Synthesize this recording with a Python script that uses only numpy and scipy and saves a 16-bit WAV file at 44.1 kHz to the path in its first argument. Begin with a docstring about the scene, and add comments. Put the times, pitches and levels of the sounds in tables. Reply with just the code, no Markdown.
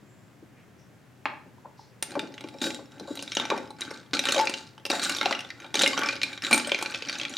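"""Faint swishes and soft bumps, then a tumbler is set down, close to the microphones in a small kitchen.
Then a glass straw stirs an iced drink stroke by stroke: ice cubes clink, grind and bump in a tall glass.
Bursts of noise ring the filled glass, random tiny slips make it grind and sing, and bending tones gulp.
Shaped noise crackles behind the knocks; the kitchen adds reflections over steady low hum and hiss."""
import sys
import numpy as np
from scipy import signal
from scipy.fft import rfft, irfft, next_fast_len
from scipy.io import wavfile

SR = 44100
rng = np.random.default_rng(int(sys.argv[2]) if len(sys.argv) > 2 else 0)


def unload_audio(sound):
    """Save the sound as a 16-bit wav file, at the path given as the first command line argument."""
    columns = np.transpose(np.atleast_2d(sound))
    # keep every value between -1 and 1, then stretch to whole-number steps
    steps = np.round(np.clip(columns, -1, 1) * 32767)
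    wavfile.write(sys.argv[1], SR, steps.astype(np.int16))


N = 325017

# clear knocks of ice and straw on each other and the glass, as driven into the glass:
# [t/s, level/dB, ring f/Hz, thud re level/dB, crack re level/dB]; thud and crack before a common trim
CLINKS = [(2.0253, -33.5, 9020, -1.5, 7), (2.0272, -35.5, 5900, -12, -3), (2.107, -47.5, 3960, -4, -1),
          (2.1181, -47, 2410, -1, -4), (2.154, -47, 2360, 17.5, -10), (2.1934, -30.5, 3570, -31, -7.5),
          (2.3406, -47.5, 3940, -4, -12), (2.379, -41, 2000, -7, -31), (2.4082, -43, 2186, -0.5, -9),
          (2.4398, -45.5, 2420, 3, -18), (2.4867, -47, 3970, -5, -7.5), (2.585, -53, 3875, -8, -13),
          (2.6046, -51, 3860, -4, -13), (2.616, -34.5, 3700, -10, -3.5), (2.6402, -31.5, 3880, -8, -20),
          (2.6677, -38.5, 7000, -6, -6), (2.7045, -37, 7000, -7, -14), (2.7455, -42, 3700, -19, -0.5),
          (2.9978, -46, 4080, 5, -5), (3.154, -47.5, 5670, -2, 1.5), (3.173, -39.5, 3850, -2, -12),
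          (3.1918, -38, 2900, -1.5, -22), (3.225, -40.5, 4950, 1, 3), (3.277, -39.5, 3780, -9, -36),
          (3.319, -33.5, 5500, -19, -34), (3.331, -43, 3854, -22, -13), (3.3506, -35, 3850, -21, -1.5),
          (3.369, -23.5, 2840, -1, -28), (3.398, -27, 3630, -2, -13), (3.4526, -35.5, 5980, 2.5, -18),
          (3.5018, -26.5, 1680, 1, -27), (3.577, -40.5, 2440, 10.5, -8.5), (3.705, -50, 4030, 10.5, -2.5),
          (3.808, -40, 3800, 0, 4), (3.8173, -31.5, 3870, -10, -20), (3.9117, -39.5, 2100, 6, -10),
          (4.03, -59, 3660, -8, -12), (4.1337, -28.5, 2500, -3, -27), (4.1391, -30, 3800, -9, -16),
          (4.169, -31, 4200, -18, -18), (4.1922, -23.5, 3850, -7.5, -8), (4.239, -32, 1620, -1, -14),
          (4.2543, -26, 3900, -6, -6.5), (4.2704, -31, 3830, -4, -9), (4.2871, -24, 2840, -3, -18),
          (4.2923, -31.5, 2800, 1, -6), (4.3219, -25, 4220, -4.5, -1), (4.3452, -28, 3800, -0.5, -8),
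          (4.3632, -28, 3150, 0.5, -11), (4.38, -29.5, 3920, -6, -12), (4.391, -24, 2200, 1.5, -17),
          (4.454, -38, 2670, 2.5, -2.5), (4.4716, -24.5, 2650, -8.5, -37), (4.4959, -33.5, 2730, 3, -2.5),
          (4.539, -29.5, 2790, -13, -38), (4.779, -49.5, 1620, 3.5, -15), (4.8525, -31, 2670, -5, -12),
          (4.8628, -38.5, 2710, 1, -3), (4.901, -25, 2740, 1, -11), (4.9051, -30, 2710, 0, -6),
          (4.9148, -29.5, 3870, -3, -13), (4.996, -31.5, 4400, -7, -6), (5.0298, -33.5, 4070, -17, -2),
          (5.037, -36.5, 8120, -12, 5.5), (5.054, -31.5, 3800, -8, -8), (5.0952, -28, 2800, -5.5, -1.5),
          (5.1171, -40, 5500, 0, -2), (5.1485, -35.5, 5500, -2, -16), (5.1641, -35, 3850, -8, -12),
          (5.168, -45.5, 11500, -3, 5), (5.1852, -32.5, 3650, -5, -11), (5.212, -23.5, 2140, 0.5, -22),
          (5.2297, -33, 2210, 3, -14), (5.257, -23, 2710, -3.5, -22), (5.292, -38, 2800, -4, -18),
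          (5.3095, -29, 2070, 6, -28), (5.3258, -25, 2000, -5, -28), (5.349, -31.5, 2840, -18, -21),
          (5.391, -35, 2790, -14, -13), (5.406, -38.5, 2734, -10, -8), (5.4471, -43.5, 3520, 0, -17),
          (5.5034, -36.5, 2000, -17, -22), (5.601, -47, 6250, -7, -12), (5.62, -50, 1480, -12, -20),
          (5.645, -46.5, 2130, -6, -18), (5.6629, -50, 3740, -5, -16), (5.7423, -28.5, 5600, -2.5, -7),
          (5.7539, -26, 3900, -1.5, -4), (5.769, -31, 2300, -15, -16), (5.7925, -24, 3670, -8, -6),
          (5.8114, -24.5, 3830, -3, -14), (5.8149, -25, 3160, -7, -14), (5.8191, -24.5, 3750, -11, 1.5),
          (5.8342, -21, 4020, -1, -20), (5.8408, -24.5, 3850, -6, -16), (5.8612, -19.5, 2140, -18, -16),
          (5.876, -27, 3780, -4.5, -0.5), (5.9321, -31, 3030, -7, -25), (5.9764, -29, 3250, 4.5, -27),
          (5.991, -33, 7860, 5, -5.5), (6.034, -29, 2300, -2, -16), (6.071, -36, 2520, -4, -23),
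          (6.0875, -26, 2460, -10, -40), (6.1092, -40, 4500, -9, -21), (6.126, -37, 2433, -15, -25),
          (6.1636, -38.5, 2300, -2.5, -27), (6.2158, -29, 2263, -12.5, -39), (6.2323, -23, 2430, -16, -12),
          (6.33, -38, 3930, -13, -14), (6.3764, -39.5, 2110, -7, -23), (6.4213, -37.5, 5256, -13, -9),
          (6.4373, -34, 3900, -19, -12), (6.448, -27.5, 3870, -26, -24), (6.4666, -31, 3850, -25, -24),
          (6.5113, -27, 2400, 3.5, -3.5), (6.5284, -15, 2380, -7, -11), (6.5432, -24.5, 2330, -4, 0.5),
          (6.5779, -29.5, 8940, -1.5, 3), (6.597, -31.5, 2480, -9, -22), (6.647, -34, 3060, -24, -31),
          (6.672, -37.5, 8130, -5, 2.5), (6.6943, -34, 2400, -10, -11), (6.7183, -21, 2410, -2, -32),
          (6.7456, -25, 2400, -8.5, -33), (6.7882, -35, 5160, -4, -14), (6.8129, -36, 1507, 0, -10),
          (6.8252, -32.5, 2540, 4.5, 0.5), (6.85, -40, 1550, -5, -18), (6.8598, -30.5, 2520, -7, -22),
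          (6.908, -54.5, 7900, -8, 7.5), (6.922, -40, 2500, -8, -19), (6.94, -36, 2600, -7, -20),
          (6.9451, -29.5, 2550, -8.5, -30), (6.957, -39.5, 5360, -10, -18),
          (7.0226, -33.5, 2530, -4.5, -29), (7.05, -41, 3080, -8, -20), (7.074, -43.5, 4700, -12, -16),
          (7.087, -36, 2520, -11, -20), (7.0957, -29.5, 4570, -14, -18), (7.1271, -36, 4260, -10, -16),
          (7.154, -36.5, 2490, -10, -25), (7.185, -42, 3780, -9, 1), (7.1981, -30.5, 2530, -14, -40),
          (7.2134, -30.5, 3310, -10, -41), (7.233, -38, 4500, -8, -22), (7.2513, -30.5, 2440, -29, -34),
          (7.295, -51, 7050, -15, 7), (7.3382, -39.5, 3220, -10, -17), (7.3678, -28.5, 3900, -24, -21)]
# pushes of the straw through the ice, before the trim of each layer:
# [start t/s, hold/s, effort level/dB, then re effort/dB: singing wall, scraping, churning]
STROKES = [(2.082, 0.16, -51, -8, -6, 9.5), (2.34, 0.3, -62.5, 4.5, -6, 11.5),
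           (2.614, 0.051, -43, 10.5, 5, 11), (2.91, 0.19, -59, -2.5, -12, 10),
           (3.069, 0.39, -53.5, 3.5, 6.5, 0), (3.366, 0.054, -34.5, -9, -17, -0.5),
           (3.494, 0.098, -42.5, -9.5, -16, 4.5), (3.783, 0.16, -45.5, -8.5, -2.5, -2.5),
           (4.132, 0.0098, -32, -0.5, 3.5, 1), (4.259, 0.15, -31.5, -7.5, -10, -10),
           (4.47, 0.11, -46, -4, 8, -4), (4.896, 0.08, -34.5, -1.5, -4, -2.5),
           (5.016, 0.098, -33.5, 1.5, 6, -6.5), (5.207, 0.12, -34.5, -10.5, -8, -6.5),
           (5.437, 0.36, -53, -9, -7.5, -2), (5.74, 0.15, -36, 3, 7.5, 4),
           (5.967, 0.12, -31.5, -14, -4.5, -8.5), (6.221, 0.1, -42, -4.5, -2, -3),
           (6.427, 0.05, -36.5, -2, -12, -1.5), (6.507, 0.041, -27, -9, 0.5, -4.5),
           (6.652, 0.35, -42, -8, -1.5, -5), (7.057, 0.2, -42, -9, 3, -3),
           (7.296, 0.079, -46.5, 1, 0, -0.5)]
# modes of the filled glass, before the common mode level: [f/Hz, width/Hz, level/dB]
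GLASS_MODES = [(282, 46, 1), (374, 28, -1.5), (554.4, 29, 5.5), (864, 32, 8), (1142, 69, 1),
               (1444, 116, 5.5), (1543, 32, 3), (1840, 11, 3), (2160, 26, -1), (2360, 135, -3.5),
               (3850, 56, -1.5), (5680, 820, -2.5), (6000, 1000, 1.5), (6560, 440, 8), (8180, 200, 2),
               (8850, 32, -5)]
# modes of the wall that rubbing keeps ringing, relative to each other: [f/Hz, width/Hz, level/dB]
WALL_MODES = [(1560, 84, -8), (2800, 400, -11), (3400, 300, -9), (3855, 85, 2.5), (4400, 500, -9),
              (7120, 350, -6)]
# colour of the wet grinding, as relative filter gain: [f/Hz, level/dB]
GRIND_COLOUR = [(900, 4), (1500, 7), (2400, 0.5), (3400, -7.5), (4800, -18), (9000, -60)]
# colour of the dry scraping, relative: [f/Hz, level/dB]
RASP_COLOUR = [(1200, -28), (2500, -6), (4200, 14.5), (5500, -3), (7000, -6), (8700, -4.5), (10500, -24.5),
               (13000, -20), (16000, -34)]
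# colour of the churning drink, relative: [f/Hz, level/dB]
CHURN_COLOUR = [(60, -31.5), (130, -21.5), (280, -4.5), (450, -20.5), (850, -15.5), (1300, -69),
                (3000, -68)]
# cushioned low bumps of ice and hand against glass and counter, before trim and glass:
# [t/s, peak level/dB, f/Hz]
BUMPS = [(0.023, -45, 218), (0.422, -41.5, 190), (1.462, -42.5, 140), (1.654, -39, 564), (2.155, -28, 585),
         (2.166, -21.5, 350), (2.227, -28, 330), (2.44, -29.5, 298), (2.544, -37.5, 523), (2.667, -25, 284),
         (2.79, -34, 500), (3.007, -31.5, 290), (3.079, -34, 533), (3.105, -24.5, 282), (3.514, -18.5, 900),
         (3.518, -20.5, 380), (3.877, -36, 320), (4.928, -21.5, 710), (5.606, -45, 299),
         (5.643, -36.5, 746), (5.837, -31, 406), (6.672, -27.5, 540)]
# the drink plopping and gulping between the cubes, before the sag:
# [t/s, starting f/Hz, peak level/dB, length/s, bend over one length/octaves]
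GULPS = [(1.581, 950, -45, 0.007, 0), (1.648, 850, -37, 0.005, -0.044), (1.655, 900, -32.5, 0.0066, 0.12),
         (1.793, 850, -35, 0.0063, 0.1), (2.154, 850, -34, 0.048, 0.085), (3.505, 1108, -29, 0.026, 0.12),
         (3.514, 610, -22.5, 0.015, -0.28), (3.533, 852, -24.5, 0.018, 0.11),
         (4.358, 697, -20.5, 0.01, -0.32), (4.367, 554, -20.5, 0.031, -0.04),
         (4.376, 802, -23, 0.021, 0.13), (4.395, 862, -15.5, 0.031, 0.047), (4.93, 685, -33, 0.051, 0.072),
         (5.259, 747, -13, 0.007, 0.03), (5.316, 600, -27, 0.01, 0.14), (5.866, 2130, -17, 0.015, 0.0044),
         (5.93, 1102, -30, 0.022, 0.029), (6.019, 1133, -28.5, 0.045, 0.035),
         (6.054, 2260, -36, 0.022, 0.032), (6.098, 2414, -31, 0.025, 0.04)]
# colour of the wet crackle behind the knocks, as relative filter gain: [f/Hz, level/dB]
SPLASH_COLOUR = [(1000, -27), (2800, -11), (4800, 16), (6500, -2), (9000, -11), (12000, -17), (16000, -33)]
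# the straw tapping the rim: [t/s, lower mode level/dB, upper mode re lower/dB]
STRAW_TAPS = [(2.0255, -27, -8), (3.154, -41, 1), (4.852, -48, 8), (4.863, -48, 6), (4.9, -39, 0),
              (6.533, -9.5, -22), (6.559, -19, -12)]
# modes of the tumbler on the counter, relative to its overall level: [f/Hz, level/dB, t60/s]
TUMBLER_MODES = [(282, -11.5, 0.046), (403, -24, 0.049), (570, -16, 0.032), (835, 2, 0.03), (900, -5, 0.05),
                 (1025, -8.5, 0.041), (1225, -2, 0.021), (1600, 1.5, 0.011), (2300, 3.5, 0.01),
                 (2650, -5, 0.009), (3250, -8, 0.0076), (4380, -18, 0.01), (5150, -24, 0.01)]
# faint swishes before the stirring starts: [t/s, centre f/Hz, width/Hz, level/dB, length/s]
SWISHES = [(0.027, 7350, 600, -74, 0.18), (0.557, 2090, 900, -63.5, 0.051), (0.78, 5730, 706, -67, 0.04),
           (1.769, 4870, 1780, -61.5, 0.069)]
# decay of the kitchen: [f/Hz, t60/s]
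KITCHEN_DECAY = [(150, 0.97), (400, 0.48), (1000, 0.45), (2800, 0.39), (7000, 0.34), (14000, 0.24)]
# colour of the room air, relative: [f/Hz, level/dB]
AIR_COLOUR = [(15, -96), (25, -89), (84, -15.5), (102, -14), (120, -11), (200, -13), (249, -15.5),
              (1070, -28.5), (1740, -28.5), (2050, -30.5), (4140, -40.5), (7310, -42), (8830, -46),
              (16000, -49.5)]

CHATTER_T60_S = 0.022
# lighter touches between the jostled cubes follow the effort of the strokes
JOSTLES_PER_S, JOSTLE_DB, JOSTLE_SPREAD_DB = 22, -5.5, 3.5
JOSTLE_LOW_HZ, JOSTLE_HIGH_HZ, JOSTLE_THUD_DB, JOSTLE_CRACK_DB = 2000, 5500, -3, -13
SETTLING_DB = -59.5  # between strokes the floating cubes still tick faintly, around this level
# the cubes give way at once, move unevenly while pushed, then coast to rest
STROKE_ATTACK_S, STROKE_COAST_T60_S, LURCH_DB, LURCHES_PER_S = 0.0033, 0.35, 3.5, 25
DRAG_SWING_DB = 2  # wet grinding and churning vary less than dry rubbing on the wall
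# each glass mode is a pair, this share of its pitch either side of the centre, unevenly driven
MODE_SPLIT, MODE_SWING_DB = 0.008, 2
STRAW_HZ, STRAW_OVERTONE_HZ = 8800, 13350
TUMBLER_S, TUMBLER_DB = 1.2555, -19
AIR_DB = -56
HUM_HZ, HUM_DB, HUM_WIDTH_HZ = 119.3, -61.5, 13
CUTOFF_HZ = 16000


def clinks(snap=1.85, rise_s=0.000091, ring_width_hz=170, ring_db=12, overtone_db=9,
           thud_db=-2, clack_db=2.5, crack_db=-2, crack_top_hz=10200):
    """Each contact snaps, chatters for a few milliseconds and rings the piece that struck."""
    t = np.arange(SR // 12) / SR
    s, level_db, ring_hz, thud_rel_db, crack_rel_db = np.vstack([CLINKS, jostles()]).T
    chatter = rng.standard_normal((len(s), len(t)))
    force = chatter * fade(t, CHATTER_T60_S) * (1 - np.exp(-t / rise_s))
    force[:, 0] += snap
    # no two cubes have the same shape, so the second mode lies at a random ratio above the first
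    second_hz = np.minimum(ring_hz * rng.uniform(1.3, 2.3, len(s)), 13000)
    rung = []
    for f, hz, upper_hz in zip(force, ring_hz, second_hz):
        ring = from_db(ring_db) * resonance(f, hz, ring_width_hz)
        overtone = from_db(overtone_db) * resonance(f, upper_hz, 2 * ring_width_hz)
        rung.append(f + ring + overtone)
    force = np.array(rung)
    # heavy contacts thud through the drink, hard dry ones crack
    parts = [(thuds(force), thud_rel_db + thud_db),
             (band(force, 1640, 3710), clack_db),
             (band(force, 6010, crack_top_hz), crack_rel_db + crack_db)]
    hits, out = 0, np.zeros(N)
    for part, part_db in parts:
        strength = np.sqrt(np.sum(part ** 2, axis=1) / (.006 * SR))  # energy spread over 6 ms
        hits = hits + part * (from_db(level_db + part_db) / strength)[:, None]
    for start, hit in zip(s, hits):
        add(out, start, hit)
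    return out


def thuds(force, low_hz=260, high_hz=1300, width_hz=110, hollow_db=5):
    """Changing pockets of drink between the cubes give each thud a hollow pitch of its own."""
    pitches = low_hz * (high_hz / low_hz) ** rng.random(len(force))
    hollow = [f + from_db(hollow_db) * resonance(f, hz, width_hz) for f, hz in zip(force, pitches)]
    return band(np.array(hollow), 213, 1230)


def jostles(count=260):
    """Light contacts at uneven intervals from the first stroke on, as rows like those of CLINKS."""
    gap, pitch = rng.random((count, 2)).T
    size, thud, crack = JOSTLE_SPREAD_DB * rng.standard_normal((count, 3)).T
    s = STROKES[0][0] + np.cumsum(2 * gap / JOSTLES_PER_S)
    effort = np.interp(s * SR, np.arange(N), pushed(np.array(STROKES)[:, 2]))
    level_db = np.maximum(20 * np.log10(effort + 1e-9) + JOSTLE_DB, SETTLING_DB) + size
    ring_hz = JOSTLE_LOW_HZ * (JOSTLE_HIGH_HZ / JOSTLE_LOW_HZ) ** pitch
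    rows = np.transpose([s, level_db, ring_hz, JOSTLE_THUD_DB + thud, JOSTLE_CRACK_DB + crack])
    return rows[s < N / SR]


def grinding(grind_db=-6.5, rasp_db=-9, churn_db=-5, sing_db=-6):
    """Wet ice sticks and slips along the wall and makes it sing while the drink churns underneath."""
    _, _, effort_db, wall_db, scrape_db, stir_db = np.transpose(STROKES)
    grind, churn = [pushed(effort_db + db) * lurching(DRAG_SWING_DB) for db in (0, stir_db)]
    press, scrape = [pushed(effort_db + db) * lurching(LURCH_DB) for db in (wall_db, scrape_db)]
    wet_ice = from_db(grind_db) * grind * coloured(crunch(), GRIND_COLOUR)
    dry_rasp = from_db(rasp_db) * scrape * coloured(slipping(), RASP_COLOUR)
    rub = grains(per_s=2500, spread_db=3)
    modes = [from_db(db) * rms_one(wall_mode(rub, hz, width)) for hz, width, db in WALL_MODES]
    singing = from_db(sing_db) * press * rms_one(sum(modes))
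    water = coloured(grains(per_s=700, spread_db=3), CHURN_COLOUR)
    return wet_ice + dry_rasp + from_db(churn_db) * churn * water + singing


def crunch(slips_per_s=2000, damping=0.1, count=18):
    """Tiny slips, each ringing for a few cycles at one of a set of pitches dealt at random."""
    slips, dealt = grains(slips_per_s, spread_db=3.3), rng.integers(0, count, N)
    pitches = np.geomspace(1200, 11000, count)
    return sum(resonance(slips * (dealt == k), hz, damping * hz) for k, hz in enumerate(pitches))


def slipping(slips_per_s=130, slip_t60=0.011, spread_db=1.0):
    """Stick and slip: dry scratches of uneven size that die away quickly."""
    jolts = np.abs(grains(slips_per_s, spread_db))
    envelope = signal.lfilter([1], [1, -fade(1 / SR, slip_t60)], jolts + 1e-18)
    return envelope * rng.standard_normal(N)


def pushed(levels_db):
    """Gain over time of the strokes, each at its own level: attack, hold, coasting release."""
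    t, power = np.arange(N) / SR, 0
    for db, (s, hold_s, *_) in zip(levels_db, STROKES):
        attack = np.clip((t - s) / STROKE_ATTACK_S, 0, 1)
        coast = fade(np.maximum(t - s - hold_s, 0), STROKE_COAST_T60_S)
        power = power + (from_db(db) * attack * coast) ** 2
    return np.sqrt(power)


def lurching(swing_db):
    """Random swings of gain as the cubes catch and come free."""
    return from_db(swing_db * wandering())


def wandering():
    """A new random value, of spread one, at every lurch; straight lines in between."""
    steps = rng.standard_normal(1000)
    return np.interp(np.arange(N) / SR * LURCHES_PER_S, np.arange(len(steps)), steps)


def glass(force, modes_db, direct_db=-1):
    """Every contact is heard directly and through the modes of the filled glass."""
    ringing = sum(from_db(db + modes_db) * wall_mode(force, hz, width) for hz, width, db in GLASS_MODES)
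    return from_db(direct_db) * force + ringing


def wall_mode(force, hz, width_hz):
    """A glass mode is a close pair; a wandering point of contact shares the force between the two."""
    share = (1 + np.tanh(2 * wandering())) / 2
    driven = force * lurching(MODE_SWING_DB)
    lower = resonance(driven * share, hz * (1 - MODE_SPLIT), width_hz)
    upper = resonance(driven * (1 - share), hz * (1 + MODE_SPLIT), width_hz)
    return lower + upper


def bumps(push_t60=0.091, width_hz=170, gain_db=-1):
    """Cushioned contacts: a short rough push with a broad, low pitch."""
    t, out = np.arange(SR // 8) / SR, np.zeros(N)
    for s, peak_db, hz in BUMPS:
        push = rng.standard_normal(len(t)) * fade(t, push_t60)
        thump = band(resonance(push, hz, width_hz), .5 * hz, 2.55 * hz)
        add(out, s, from_db(peak_db + gain_db) * thump / np.abs(thump).max())
    return out


def gulps(swell_s=0.0014, sag_db=5, wobble=0.01):
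    """Liquid squeezed through a gap sounds a hollow tone that bends, wobbles and sags until it closes."""
    t, out = np.arange(SR // 6) / SR, np.zeros(N)
    for s, hz, peak_db, length_s, bend_octaves in GULPS:
        flutter, waver = rms_one(band(rng.standard_normal((2, len(t))), 40, 150))
        age = np.minimum(t / length_s, 2)  # one at the closing
        pitch_hz = hz * 2 ** (bend_octaves * age) * (1 + wobble * waver)
        tone = np.sin(2 * np.pi * np.cumsum(pitch_hz) / SR)
        hold = (1 - np.exp(-t / swell_s)) * np.exp(-age ** 8) * (1 + .15 * flutter)
        add(out, s, from_db(peak_db - sag_db * age) * tone * hold)
    return out


def splashes(gain_db=-21, swell_s=0.0067, splash_t60=0.36, rel_crack=0.51):
    """Clear knocks shake the wet cubes: a bright crackle of droplets and chips dies away behind them."""
    t, power = np.arange(SR // 3) / SR, np.zeros(N)
    shape = (1 - np.exp(-t / swell_s)) * fade(t, splash_t60)
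    for s, level_db, _, _, crack_db in CLINKS:
        add(power, s, (from_db(level_db + gain_db + rel_crack * crack_db) * shape) ** 2)
    return np.sqrt(power) * coloured(crunch(), SPLASH_COLOUR)


def straw(t60=0.02, swell_s=0.00038):
    """The glass straw pings briefly in two high modes."""
    t, out = np.arange(SR // 8) / SR, np.zeros(N)
    lower, upper = [np.sin(2 * np.pi * hz * t) for hz in (STRAW_HZ, STRAW_OVERTONE_HZ)]
    for s, peak_db, top_db in STRAW_TAPS:
        ping = lower + from_db(top_db) * upper
        add(out, s, from_db(peak_db) * ping * fade(t, t60) * (1 - np.exp(-t / swell_s)))
    return out


def tumbler(crack_db=-4, crack_t60=0.045, soft_hz=2700):
    """A thick base meets the counter: one short, damped knock whose treble falls away gently."""
    t, out = np.arange(SR // 4) / SR, np.zeros(N)
    knock = 0
    for k, (hz, db, t60) in enumerate(TUMBLER_MODES):
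        knock = knock + (-1) ** k * from_db(db) * np.sin(2 * np.pi * hz * t) * fade(t, t60)
    soften = signal.butter(2, soft_hz, fs=SR, output="sos")
    contact = signal.sosfilt(soften, band(rng.standard_normal(len(t)), 500, 3500))
    crack = from_db(crack_db) * rms_one(contact) * fade(t, crack_t60)
    add(out, TUMBLER_S, from_db(TUMBLER_DB) * band(knock + crack, 150, 12000))
    return out


def swishes():
    """Soft puffs of narrow hiss that swell and fade."""
    t, out = np.arange(SR // 2) / SR, np.zeros(N)
    for s, hz, width_hz, level_db, length_s in SWISHES:
        low_hz, high_hz = max(hz - width_hz / 2, hz / 2), hz + width_hz / 2
        hiss = rms_one(band(rng.standard_normal(len(t)), low_hz, high_hz))
        age = 2 * t / length_s  # loudest at one, half the length
        add(out, s, from_db(level_db) * hiss * age * np.exp(1 - age))
    return out


def kitchen(x, wet_db, near_db, near_t60=0.026, width=0.41, build_s=0.0072, near_low_hz=1100):
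    """Quick treble reflections off small things nearby, and a diffuse tail that dies sooner in the treble."""
    t, edges = np.arange(SR * 3 // 5) / SR, np.geomspace(80, 18000, 9)
    onset = 1 - np.exp(-(t / build_s) ** 2)
    tail = 0
    for low, high in zip(edges, edges[1:]):
        decay = fade(t, at_hz(KITCHEN_DECAY, np.sqrt(low * high)))
        tail = tail + band(rng.standard_normal((2, len(t))), low, high) * decay
    near = band(rng.standard_normal((2, len(t))), near_low_hz, edges[-1]) * fade(t, near_t60)
    echoes = from_db(wet_db) * rms_one(tail * onset) + from_db(near_db) * rms_one(near * onset)
    echoes = echoes / np.sqrt(len(t))
    mid, side = signal.fftconvolve(x[None], echoes, axes=1)[:, :N]
    return x + np.array([mid + width * side, mid - width * side])


def room_air(width=0.46):
    """Steady low hum and hiss of the room: coloured noise and one narrow resonance of noise."""
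    mid, side = from_db(AIR_DB) * coloured(rng.standard_normal((2, N)), AIR_COLOUR)
    mid = mid + from_db(HUM_DB) * rms_one(resonance(rng.standard_normal(N), HUM_HZ, HUM_WIDTH_HZ))
    return np.array([mid + width * side, mid - width * side])


def grains(per_s, spread_db):
    """Random tiny contacts of uneven size and either sign."""
    sizes = from_db(spread_db * np.minimum(rng.exponential(1, N), 3.5))
    return (rng.random(N) < per_s / SR) * sizes * rng.choice([-1, 1], N)


def resonance(x, hz, width_hz):
    """Two-pole resonance with a gain of about one on top."""
    r = np.exp(-np.pi * width_hz / SR)
    feedback = [1, -2 * r * np.cos(2 * np.pi * hz / SR), r * r]
    return signal.lfilter(np.array([1, 0, -1]) * (1 - r * r) / 2, feedback, x + 1e-18)


def band(x, low_hz, high_hz):
    """Causal band-pass."""
    edges = [low_hz, min(high_hz, .45 * SR)]
    return signal.sosfilt(signal.butter(2, edges, "band", fs=SR, output="sos"), x)


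def coloured(x, spectrum):
    """Filter a steady sound by a table of gains; rms one."""
    size = next_fast_len(N)
    gain = from_db(at_hz(spectrum, np.fft.rfftfreq(size, 1 / SR)))
    return rms_one(irfft(rfft(x, size) * gain, size)[..., :N])


def at_hz(points, hz):
    """Read a table on a log-frequency axis."""
    f, value = np.transpose(points)
    return np.interp(np.log(np.maximum(hz, 1)), np.log(f), value)


def fade(t, t60):
    """Exponential decay, 60 dB down at t60."""
    return np.exp(-np.log(1000) * t / t60)


def from_db(db):
    """Decibels to gain."""
    return 10 ** (np.asarray(db) / 20)


def rms_one(x):
    """Scale to an rms of one."""
    return x / np.sqrt(np.mean(x ** 2) + 1e-20)


def add(track, s, sound):
    """Mix a short sound into a track at time s."""
    i = int(np.clip(s * SR, 0, N - 1))
    track[i:i + len(sound)] += sound[:N - i]


def scene():
    """The tumbler and the stirred glass in the kitchen, over the room air."""
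    # hard contacts ring the glass a little more than cushioned ones
    contacts = glass(clinks() + grinding(), modes_db=-3.0) + glass(bumps(), modes_db=-4)
    # so small a body radiates little deep bass
    highpass = signal.butter(1, 45, "high", fs=SR, output="sos")
    drink = signal.sosfilt(highpass, contacts + splashes() + gulps() + straw())
    stirred = kitchen(drink, wet_db=-11.5, near_db=-11.5)
    around = kitchen(tumbler() + swishes(), wet_db=-7, near_db=-12.0)
    return stirred + around + room_air()


def record(dry, bass_lean=0.13):
    """The left microphone hears the bass a little louder than the right; the top is cut."""
    bass = signal.sosfiltfilt(signal.butter(4, 950, fs=SR, output="sos"), dry)
    leaning = dry + bass_lean * bass * np.array([[1], [-1]])
    return signal.sosfilt(signal.ellip(10, .2, 80, CUTOFF_HZ, fs=SR, output="sos"), leaning)


dry = scene()
out = record(dry)
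unload_audio(out)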